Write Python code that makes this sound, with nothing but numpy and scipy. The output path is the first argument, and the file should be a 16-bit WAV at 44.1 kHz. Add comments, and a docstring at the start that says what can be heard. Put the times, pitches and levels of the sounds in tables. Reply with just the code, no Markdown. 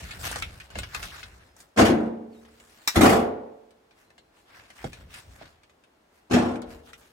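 """Split firewood is thrown into a steel wheelbarrow at the mouth of a woodshed.
Logs knock and bark scuffs at the pile while air nudges the microphone. At 1.8 s a load tumbles in,
bounces to rest and sets the tray ringing. One log clacks on another just before the second load, at 3 s.
More logs are picked off the pile; the third load lands at 6.3 s.
Behind it all lies an outdoor hush, with a few whistles from a far bird."""
import sys
import numpy as np
from scipy import signal
from scipy.io import wavfile

SR = 44100
rng = np.random.default_rng(int(sys.argv[2]) if len(sys.argv) > 2 else 0)


def master(y):
    """Save y as 16-bit WAV."""
    cut = np.clip(np.atleast_2d(y).T, -1, 1)
    pcm = np.round(cut * 32767)  # scale
    wavfile.write(sys.argv[1], SR, pcm.astype(np.int16))


N = 313992
BANDS_HZ = 1000 * 2 ** (np.arange(-16, 13) / 3)   # third-octave centres


def tumble(bounces=6, first_gap_s=.034, gap_ratio=.92, lead_in_s=0.011, lead_in_db=-16.5, pause_s=.5):
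    """Each load starts with a faint lead-in, lands, then bounces ever weaker. Rows as in landings."""
    landings = [(1.772, -18.5, -18, -23.5), (1.785, -14.5, -7, -19.5), (1.792, -23, -11.5, -26),
                (1.808, -13.5, -24, -24.5), (1.850, -27.5, -24, -22), (1.891, -14, -22, -35),
                (2.955, -27.5, -17.5, -21.5), (2.966, -10.5, -24, -40.5), (3.007, -7.5, -12.5, -18.5),
                (3.030, -18.5, -10, -21.5), (3.054, -13.5, -11.5, -21), (3.090, -21, -18.5, -23),
                (6.309, -21, -19, -28), (6.332, -12, -21.5, -23.5), (6.358, -27.5, -19, -32.5)]   # hard contacts: t/s, thud/dB, clang/dB, crack/dB
    settlings = [(1.912, 2, -26.5, -31, -49), (3.122, 7, -19, -13.5, -27), (6.379, 3.5, -24.5, -22, -34.5)]   # bounce runs: t/s, loss per bounce/dB, thud/dB, clang/dB, crack/dB
    contacts, previous_s = [], 0
    for s, *levels in landings:
        if s - previous_s > pause_s:   # start of a load
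            contacts.append([s - lead_in_s] + [db + lead_in_db for db in levels])
        contacts.append([s] + levels)
        previous_s = s
    for s, loss_db, *levels in settlings:
        for k in range(bounces):
            contacts.append([s] + [db - k * loss_db for db in levels])
            s += first_gap_s * gap_ratio ** k * rng.uniform(.85, 1.15)
    return contacts


def tray_crash(bands, contacts, blow_db=1.0, blow_t60_s=0.19, tail_db=-7, tail_top_hz=4800):
    """Each contact gives a short blow, damped by the log; then the steel rattles on freely."""
    weak_modes = [(36, -35), (64, -23), (100, -15.5), (140, -21), (230, -4.5), (330, -6), (500, -7.5),
                  (780, -12), (1050, -12), (1550, -4), (3000, -8), (7500, -11.5), (10000, -12),
                  (15000, -18.5)]   # tray and logs: f/Hz, band level/dB
    crowding = [(250, -1), (1000, 0.5)]   # modes lie thinner in the bass: f/Hz, gain/dB
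    decay = [(60, .7), (200, .68), (480, .88), (800, .8), (1400, .6), (2700, .43), (4500, .27), (8000, .21)]   # free steel: f/Hz, t60/s
    out = np.zeros((2, N))
    for s, *levels in contacts:
        top_db = tray_load(s)[-1]
        colour_db = at_hz(blow_spectrum(*levels, top_db)) + at_hz(weak_modes)
        tail_colour_db = colour_db + tail_db + at_hz(crowding) + roll_off_db(BANDS_HZ / tail_top_hz)
        blow = dense_ring(bands, colour_db + blow_db, blow_t60_s, rise_s=0.0034)
        tail = dense_ring(bands, tail_colour_db, at_hz(decay), rise_s=0.014)
        add(out, s, through_wood(blow, body_s=0.0027, share=0.71))
        add(out, s, through_wood(tail, body_s=0.0065, share=0.72))
    return out


def tray_and_log_ring(contacts, modes_db=-8, kick_rad=1.8, rise_s=0.0019):
    """Contacts feed the tray's strong ringing tones and the logs' hollow knock, and kick their phase."""
    modes = [(98.2, -9.5, 0.29), (198.6, -6, .8), (226.6, 1, 0.97), (307, -1, .75), (342.8, -3.5, .7),
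             (429, -4.5, 1.15), (492, -10, 1.0), (565.5, -9.5, 0.97), (652.4, -4, 0.56), (698, -6, 0.8),
             (758, 0, 0.38), (790.5, -8, .72), (970, -10, .45), (1065, -3, .17), (1240, -7, .38),
             (1312, -5, .34), (1378, -9, .38), (1480, -7, .3)]   # before loading: f/Hz, level/dB, t60/s; 758 and 1065 Hz are the logs
    out = np.zeros((2, N))
    age_s = np.arange(SR, dtype=np.float32) / SR
    pitch_ratio = tray_load(np.arange(N) / SR)[0]
    clock_s = np.cumsum(pitch_ratio) / SR   # runs faster as the load stiffens the tray
    pole = np.exp(-1 / (rise_s * SR))
    for hz, level_db, t60_s in modes:
        high_share = at_hz([(300, 0), (450, 0.77)], hz)
        energy, kicks_rad = np.full((1, N), 1e-18), np.zeros((2, N))
        kicks_rad[:, 0] = rng.uniform(0, 2 * np.pi, 2)
        for s, *levels in contacts:
            _, low_db, high_db, low_t60_ratio, top_db = tray_load(s)
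            load_db = low_db + high_share * (high_db - low_db)
            gain = from_db(at_hz(blow_spectrum(*levels, top_db), hz) + level_db + load_db + modes_db)
            ring_s = t60_s * (low_t60_ratio + high_share * (1 - low_t60_ratio))
            add(energy, s, gain ** 2 * np.exp(np.float32(-2 * np.log(1000) / ring_s) * age_s)[None])
            onset = int(s * SR)
            kicks_rad[:, onset] = kick_rad * gain / np.sqrt(energy[0, onset]) * rng.standard_normal(2)
        envelope = signal.lfilter([1 - pole], [1, -pole], np.sqrt(energy[0]))
        phase_rad = signal.lfilter([1 - pole], [1, -pole], np.cumsum(kicks_rad, axis=1))
        mid, side = np.sin(np.float32(2 * np.pi * hz * clock_s + phase_rad))
        out += envelope * spread(mid, side, hz)
    return out


def tray_load(s):
    """The load presses on the tray and changes its ring: the state at time s."""
    # t/s, pitch ratio, low modes/dB, high modes/dB, low-mode t60 ratio, top treble/dB
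    states = [(1.951, 1.003, 0.5, -5.5, 0.95, -9.5), (2.9, 1.02, 0.5, -4.5, 0.8, -1),
              (3.253, 1.02, -6, 4, 0.46, -3), (6.202, 1.068, 4, -7, 0.67, -14)]
    times_s, *columns = np.transpose(states)
    return [np.interp(s, times_s, column) for column in columns]


def blow_spectrum(thud_db, clang_db, crack_db, top_db):
    """Force of one contact: f/Hz, level/dB."""
    return [(340, thud_db), (560, clang_db), (1150, clang_db),
            (1500, crack_db), (6500, crack_db), (13000, crack_db + top_db)]


def log_clack(bands, crack_db=3, crack_t60_s=0.0996, modes_db=-4, shed_db=-20, shed_t60_s=0.63):
    """Dry log on dry log: a bright crack, a short answer from the shed, the log's own modes."""
    hits = [(2.8744, -22.5)]   # t/s, level/dB
    modes = [(880, 3, 0.071), (1292, -9.5, 0.1), (1920, -4.5, 0.13), (2353, 4.5, .09), (3838, -3, 0.17),
             (3930, -1.5, 0.12), (5020, -9, 0.09), (5655, -6, 0.16), (6460, -3.5, 0.073),
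             (7540, -3.5, 0.086), (8900, -12, .07), (10900, -9, 0.076)]   # f/Hz, level/dB, t60/s
    colour = [(100, -38.5), (600, -23), (900, -11), (1400, -8.5), (2500, -4.5), (3200, -12), (4000, -1.5),
              (7500, -5), (9500, -15), (15000, -8.5)]   # crack spectrum: f/Hz, band level/dB
    out = np.zeros((2, N))
    for s, db in hits:
        crack = dense_ring(bands, db + crack_db + at_hz(colour), crack_t60_s, rise_s=.0008)
        add(out, s, through_wood(crack, body_s=0.0013, share=0.84))
        add(out, s, dense_ring(bands, db + shed_db + at_hz(colour), shed_t60_s, rise_s=.008))
        for hz, level_db, t60_s in modes:
            add(out, s, from_db(db + level_db + modes_db) * mode(hz, t60_s, rise_s=0.0012))
    return out


def woodpile(bands, knock_db=-2, tick_db=-1, modes_db=-9):
    """Logs pulled loose strike the pile: a tick, a knock and three modes that vary from log to log."""
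    knocks = [(0.109, -29.5, -69, -38), (0.2641, -33, -46, -34), (0.313, -36, -34, -24),
              (0.3585, -25, -33.5, -29), (0.423, -19.5, -52, -29), (0.6007, -34.5, -69, -41),
              (0.703, -41, -52, -45), (0.755, -29, -31.5, -43), (0.787, -25, -35, -25.5),
              (0.833, -28.5, -49, -40), (0.9469, -21, -45.5, -27), (1.029, -28, -61, -35),
              (1.23, -31.5, -49.5, -46), (1.5652, -54, -58.5, -43.5), (1.603, -47, -56.5, -38),
              (2.4497, -49.5, -64, -69), (2.6, -46.5, -60, -49), (3.707, -55, -75, -56),
              (3.909, -51, -60.5, -63), (4.1036, -50.5, -60, -58), (4.1799, -46, -54, -54.5),
              (4.702, -42, -51.5, -47), (4.8424, -32, -30.5, -40.5), (4.9308, -35.5, -48, -40.5),
              (5.1405, -34, -65, -37), (5.4131, -59, -41, -68), (5.6336, -50, -65, -54.5),
              (5.696, -52, -67.5, -61), (5.8376, -51.5, -64.5, -58), (6.557, -37.5, -63, -46),
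              (6.6188, -40.5, -57, -41.5), (6.9321, -35, -56.5, -43)]   # t/s, snap/dB, body/dB, splinter/dB
    colour = [(50, -25.5), (200, -15), (350, -12.5), (700, 5), (1100, -10.5), (1500, -11), (2200, -14.5),
              (4000, -11.5), (8000, -9), (15000, -24.5)]   # knock spectrum: f/Hz, band level/dB
    decay = [(100, 0.4), (700, 0.04), (2000, 0.13), (12000, 0.053)]   # knock decay: f/Hz, t60/s
    out = np.zeros((2, N))
    for s, snap_db, body_db, splinter_db in knocks:
        force = [(800, body_db), (1400, snap_db), (4000, snap_db), (7500, splinter_db)]
        colour_db = at_hz(force) + at_hz(colour)
        knock = dense_ring(bands, colour_db + knock_db, at_hz(decay), rise_s=0.003)
        tick = dense_ring(bands, colour_db + tick_db, t60_s=0.025, rise_s=0.00004)
        add(out, s, tick)
        add(out, s, through_wood(knock, body_s=0.00063, share=0.96))
        for hz in np.array([1500, 2000, 2600]) * np.exp(rng.normal(0, 0.1197, 3)):
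            add(out, s, from_db(snap_db + modes_db) * mode(hz, t60_s=0.076, rise_s=0.00017))
    return out


def ground_bumps(bands, slope_db_per_oct=7, dull_hz=900, deep_hz=45):
    """A foot, a log or the barrow's legs meet the ground: a broad low hump with no treble."""
    bumps = [(0.435, -64, 65), (0.76, -40, 201), (0.829, -50, 90), (1.807, -21, 85), (2.962, -16.5, 76.3),
             (3.006, -25, 71.6), (4.841, -32.5, 216), (6.318, -24, 99.3)]   # t/s, level/dB, centre/Hz
    edges_db = roll_off_db(BANDS_HZ / dull_hz) + roll_off_db((deep_hz / BANDS_HZ) ** 2)
    out = np.zeros((2, N))
    for s, db, hz in bumps:
        hump_db = -slope_db_per_oct * abs(np.log2(BANDS_HZ / hz))
        add(out, s, dense_ring(bands, db + hump_db + edges_db, t60_s=0.16, rise_s=0.003))
    return out


def bark(bands, slips_per_s=700, size_db=0.5, grain_s=0.0014, rub_share=.35, ridge_s=0.0093, level_db=-2):
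    """Bark fibres catch and let go: tiny bursts of uneven size over a smooth rub."""
    colour = [(200, -25.5), (400, -23.5), (700, -9.5), (1100, -7), (1500, -1), (2000, -3), (3000, -4),
              (4500, -5), (8000, -2), (15000, -9)]   # rub spectrum: f/Hz, band level/dB
    slipping = rng.random(N) < slips_per_s / SR
    slips = slipping * from_db(size_db * np.minimum(rng.exponential(1, N), 5.5))
    energy = signal.lfilter([1], [1, -np.exp(-1 / (grain_s * SR))], slips ** 2 + 1e-18)
    grains = unit_rms(np.sqrt(rub_share + energy / energy.mean()))
    band_gain = from_db(at_hz(colour))
    top_share = at_hz([(4000, 0.031), (7000, 1.0)])
    rasp, crisp = np.tensordot(np.float32([band_gain * (1 - top_share), band_gain * top_share]), bands, 1)
    rasp_gain, crisp_gain = bark_strokes()
    grip_db = np.interp(np.arange(N) / SR / ridge_s, np.arange(2000), rng.standard_normal(2000))
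    rub = from_db(level_db + grip_db) * grains * (rasp_gain * rasp + crisp_gain * crisp)
    out, block = np.zeros((2, N)), 2048
    for start in range(0, N, block):   # the rub passes from one piece of wood to the next
        piece = np.pad(rub[:, start:start + block], ((0, 0), (0, block)))
        add(out, start / SR, through_wood(piece, body_s=0.00042, share=.2))
    return out


def bark_strokes():
    """Strokes of bark on bark: gains of the rasp and of its crisp top."""
    strokes = [(0.0, 0.17, -47.5, -2, -7.5), (0.202, 0.065, -40.5, 12.5, -2.5), (0.3, 0.11, -42, 0, -6.5),
               (0.475, .17, -58.5, 0, -5), (0.715, 0.037, -54.5, 4, -15), (0.784, 0.056, -50, -5, -7),
               (0.873, .06, -56, 0, -7), (0.945, 0.026, -42.5, -0.5, -7.5), (1.004, 0.046, -42, 0, -5.5),
               (1.06, 0.14, -50, 4.5, -7.5), (1.222, 0.26, -62, -10.5, -8), (1.59, 0.031, -61.5, -3, -0.5),
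               (2.331, 0.61, -67, 16.5, -1.5), (3.983, 0.031, -70, 1, -2), (4.373, 0.039, -71, -3, -3),
               (4.492, 0.085, -58, 10.5, -12.5), (4.624, 0.12, -65, 4, -7.5),
               (4.767, 0.097, -54.5, 3.5, -7), (4.928, 0.085, -59, -7, -7), (5.12, 0.067, -52.5, 4.5, -5),
               (5.213, 0.15, -69.5, 15, -1.5), (5.416, 0.085, -57.5, -7, -13.5),
               (6.151, .03, -72.5, 1.5, -3), (6.695, 0.039, -54.5, 3.5, -7), (6.855, 0.033, -63, 9, -3),
               (6.982, 0.097, -67, -3, -0.5)]   # t/s, length/s, rasp/dB, growth/dB, crispness/dB
    rasp, crisp = np.zeros((2, N))
    for s, length_s, db, growth_db, crisp_db in strokes:
        power = swell(s, length_s, db, growth_db, attack_s=0.12, release_s=0.24)
        rasp += power
        crisp += power * from_db(crisp_db) ** 2
    return np.sqrt(rasp), np.sqrt(crisp)


def air(bands, breeze_db=-1):
    """Soft low buffets on the microphone over an outdoor hush."""
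    puffs = [(0.0, 0.0097, -35), (0.165, 0.29, -41.5), (0.495, 0.042, -44), (0.754, 0.05, -39),
             (0.976, 0.065, -43.5), (1.224, 0.098, -54), (1.37, .05, -58), (2.35, 0.26, -69),
             (3.9, 0.56, -80), (4.56, 0.066, -65), (4.85, 0.051, -47.5), (4.993, .03, -45),
             (5.276, 0.035, -49.5), (5.441, 0.028, -58.5), (6.668, 0.086, -51), (6.91, 0.14, -67)]   # t/s, length/s, level/dB
    breeze = [(25, -17.5), (45, -12), (68, -2), (100, -9.5), (160, -16), (300, -27.5), (600, -21),
              (1500, -73)]   # buffet spectrum: f/Hz, band level/dB
    still_air = [(25, -92.5), (62, -81.5), (120, -85), (300, -74), (700, -72.5), (1600, -76), (4000, -80.5),
                 (8000, -85), (15000, -90)]   # f/Hz, band level/dB
    hush, buffets = np.tensordot(np.float32(from_db([at_hz(still_air), at_hz(breeze)])), bands, 1)
    power = sum(swell(*puff, growth_db=0, attack_s=0.17, release_s=.55) for puff in puffs)
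    return hush + from_db(breeze_db) * np.sqrt(power) * buffets


def bird(flutter_db=4):
    """Thin gliding whistles, some sagging midway, arrive unsteady from far off."""
    whistles = [(1.45, .11, 5080, 5420, 140, -74), (2.31, .12, 5020, 4240, 840, -70.5),
                (4.02, .12, 4130, 4050, 0, -78.5), (4.2, .11, 4140, 4100, 0, -79),
                (4.36, .11, 4120, 4080, 0, -79.5)]   # t/s, length/s, start/Hz, end/Hz, dip/Hz, level/dB
    out = np.zeros((2, N))
    for s, length_s, start_hz, end_hz, dip_hz, db in whistles:
        along = np.linspace(0, 1, int(length_s * SR))
        hz = start_hz + (end_hz - start_hz) * along - dip_hz * np.sin(np.pi * along)
        tone = np.sin(2 * np.pi * np.cumsum(hz) / SR + rng.uniform(0, np.pi, (2, 1)))
        flutter = np.interp(along, np.linspace(0, 1, 24), rng.standard_normal(24))
        add(out, s, tone * from_db(db + flutter_db * flutter) * signal.windows.tukey(len(along), .3))
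    return out


def dense_ring(bands, level_db, t60_s, rise_s):
    """Countless close modes struck at once: each band swells, the lows later, and dies away."""
    t = np.arange(int(min(np.max(t60_s), .8) * SR), dtype=np.float32) / SR
    start = int(rng.random() * (N - SR))
    decay_per_s = np.float32(np.log(1000) / t60_s * np.ones(len(BANDS_HZ)))[:, None]
    band_rise_s = np.float32(rise_s + .4 / BANDS_HZ)[:, None]
    gain = np.float32(from_db(level_db))[:, None]
    envelope = gain * np.exp(-decay_per_s * t) * (1 - np.exp(-t / band_rise_s))
    return np.einsum("bt,bct->ct", envelope, bands[:, :, start:start + len(t)])


def mode(hz, t60_s, rise_s):
    """One struck mode; its phase at each microphone depends on where the blow falls."""
    t = np.arange(int(t60_s * SR)) / SR
    mid, side = np.sin(2 * np.pi * (hz * t + rng.random((2, 1))))
    return spread(mid, side, hz) * np.exp(-np.log(1000) * t / t60_s) * (1 - np.exp(-t / rise_s))


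def through_wood(sound, body_s, share):
    """Each piece of wood lends the treble its own uneven comb of short resonances."""
    t = np.arange(int(5 * body_s * SR)) / SR
    response = rng.standard_normal(len(t)) * np.exp(-t / body_s)
    response *= np.sqrt(share / np.sum(response ** 2))
    response[0] = np.sqrt(1 - share) - 1   # the direct sound gives up that share of its energy
    high_pass = signal.butter(2, 400, "high", fs=SR, output="sos")
    treble = signal.sosfiltfilt(high_pass, np.pad(response, 64))
    return sound + signal.fftconvolve(sound, treble[None], axes=1)[:, 64:64 + sound.shape[1]]


def swell(s, length_s, db, growth_db, attack_s, release_s):
    """Power of one gesture: rises 60 dB, holds while growing or easing, falls 60 dB."""
    times_s = np.cumsum([s - attack_s, attack_s, length_s, release_s])
    levels_db = db + growth_db / 2 * np.array([-1, -1, 1, 1]) - np.array([60, 0, 0, 60])
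    first, last = max(int(times_s[0] * SR), 0), min(int(times_s[-1] * SR), N)
    power = np.zeros(N)
    power[first:last] = from_db(np.interp(np.arange(first, last) / SR, times_s, levels_db)) ** 2
    return power


def noise_bands():
    """Stereo third-octave noise: bands x 2 x N."""
    white, bands = rng.standard_normal((2, 2, N)), []
    for k, hz in enumerate(BANDS_HZ):
        band_pass = signal.butter(2, hz * 2 ** (np.array([-1, 1]) / 6), "band", fs=SR, output="sos")
        mid, side = unit_rms(signal.sosfilt(band_pass, white[k % 2]))
        bands.append(spread(mid, side, hz))
    return np.array(bands, np.float32)


def spread(mid, side, hz):
    """Two microphones hear the bass alike and the treble differently."""
    width = [(60, -17.5), (165, -19.5), (250, -14), (500, -0.5), (1000, -0.5), (4000, 1), (8000, -5),
             (14000, -10)]   # f/Hz, side minus mid/dB
    balance = [(60, 0.5), (200, 0.9), (340, 2.5), (480, 0), (680, 0), (1100, .5), (8000, 1.5)]   # f/Hz, left minus right/dB
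    side_gain, sign = from_db(at_hz(width, hz)), np.array([[1], [-1]])
    stereo = (mid + side_gain * side * sign) / np.hypot(1, side_gain)
    return stereo * from_db(at_hz(balance, hz) * sign / 2)


def at_hz(points, hz=BANDS_HZ):
    """Read a table along a log-frequency axis."""
    points_hz, values = np.transpose(points)
    return np.interp(np.log(hz), np.log(points_hz), values)


def roll_off_db(ratio):
    """Second-order filter gain, by frequency over corner."""
    return -20 * np.log10(1 + ratio ** 2)


def from_db(db):
    return 10 ** (np.asarray(db) / 20)


def unit_rms(x):
    return x / np.sqrt(np.mean(x ** 2) + 1e-20)


def add(out, s, sound):
    start = int(s * SR)
    out[:, start:start + sound.shape[1]] += sound[:, :N - start]


def scene():
    """Everything heard from just in front of the wheelbarrow."""
    bands, contacts = noise_bands(), tumble()
    loads = tray_crash(bands, contacts) + tray_and_log_ring(contacts)
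    handling = log_clack(bands) + woodpile(bands) + ground_bumps(bands) + bark(bands)
    return loads + handling + air(bands) + bird()


def record(dry, low_cut_hz=36, ceiling=.95, high_cut_hz=15800):
    """Low cut, soft peak limit, steep high cut."""
    lean = signal.sosfilt(signal.butter(2, low_cut_hz, "high", fs=SR, output="sos"), dry)
    rounded = lean / (1 + (lean / ceiling) ** 4) ** (1 / 4)
    return signal.sosfilt(signal.ellip(10, .1, 90, high_cut_hz, fs=SR, output="sos"), rounded)


dry = scene()
out = record(dry)
master(out)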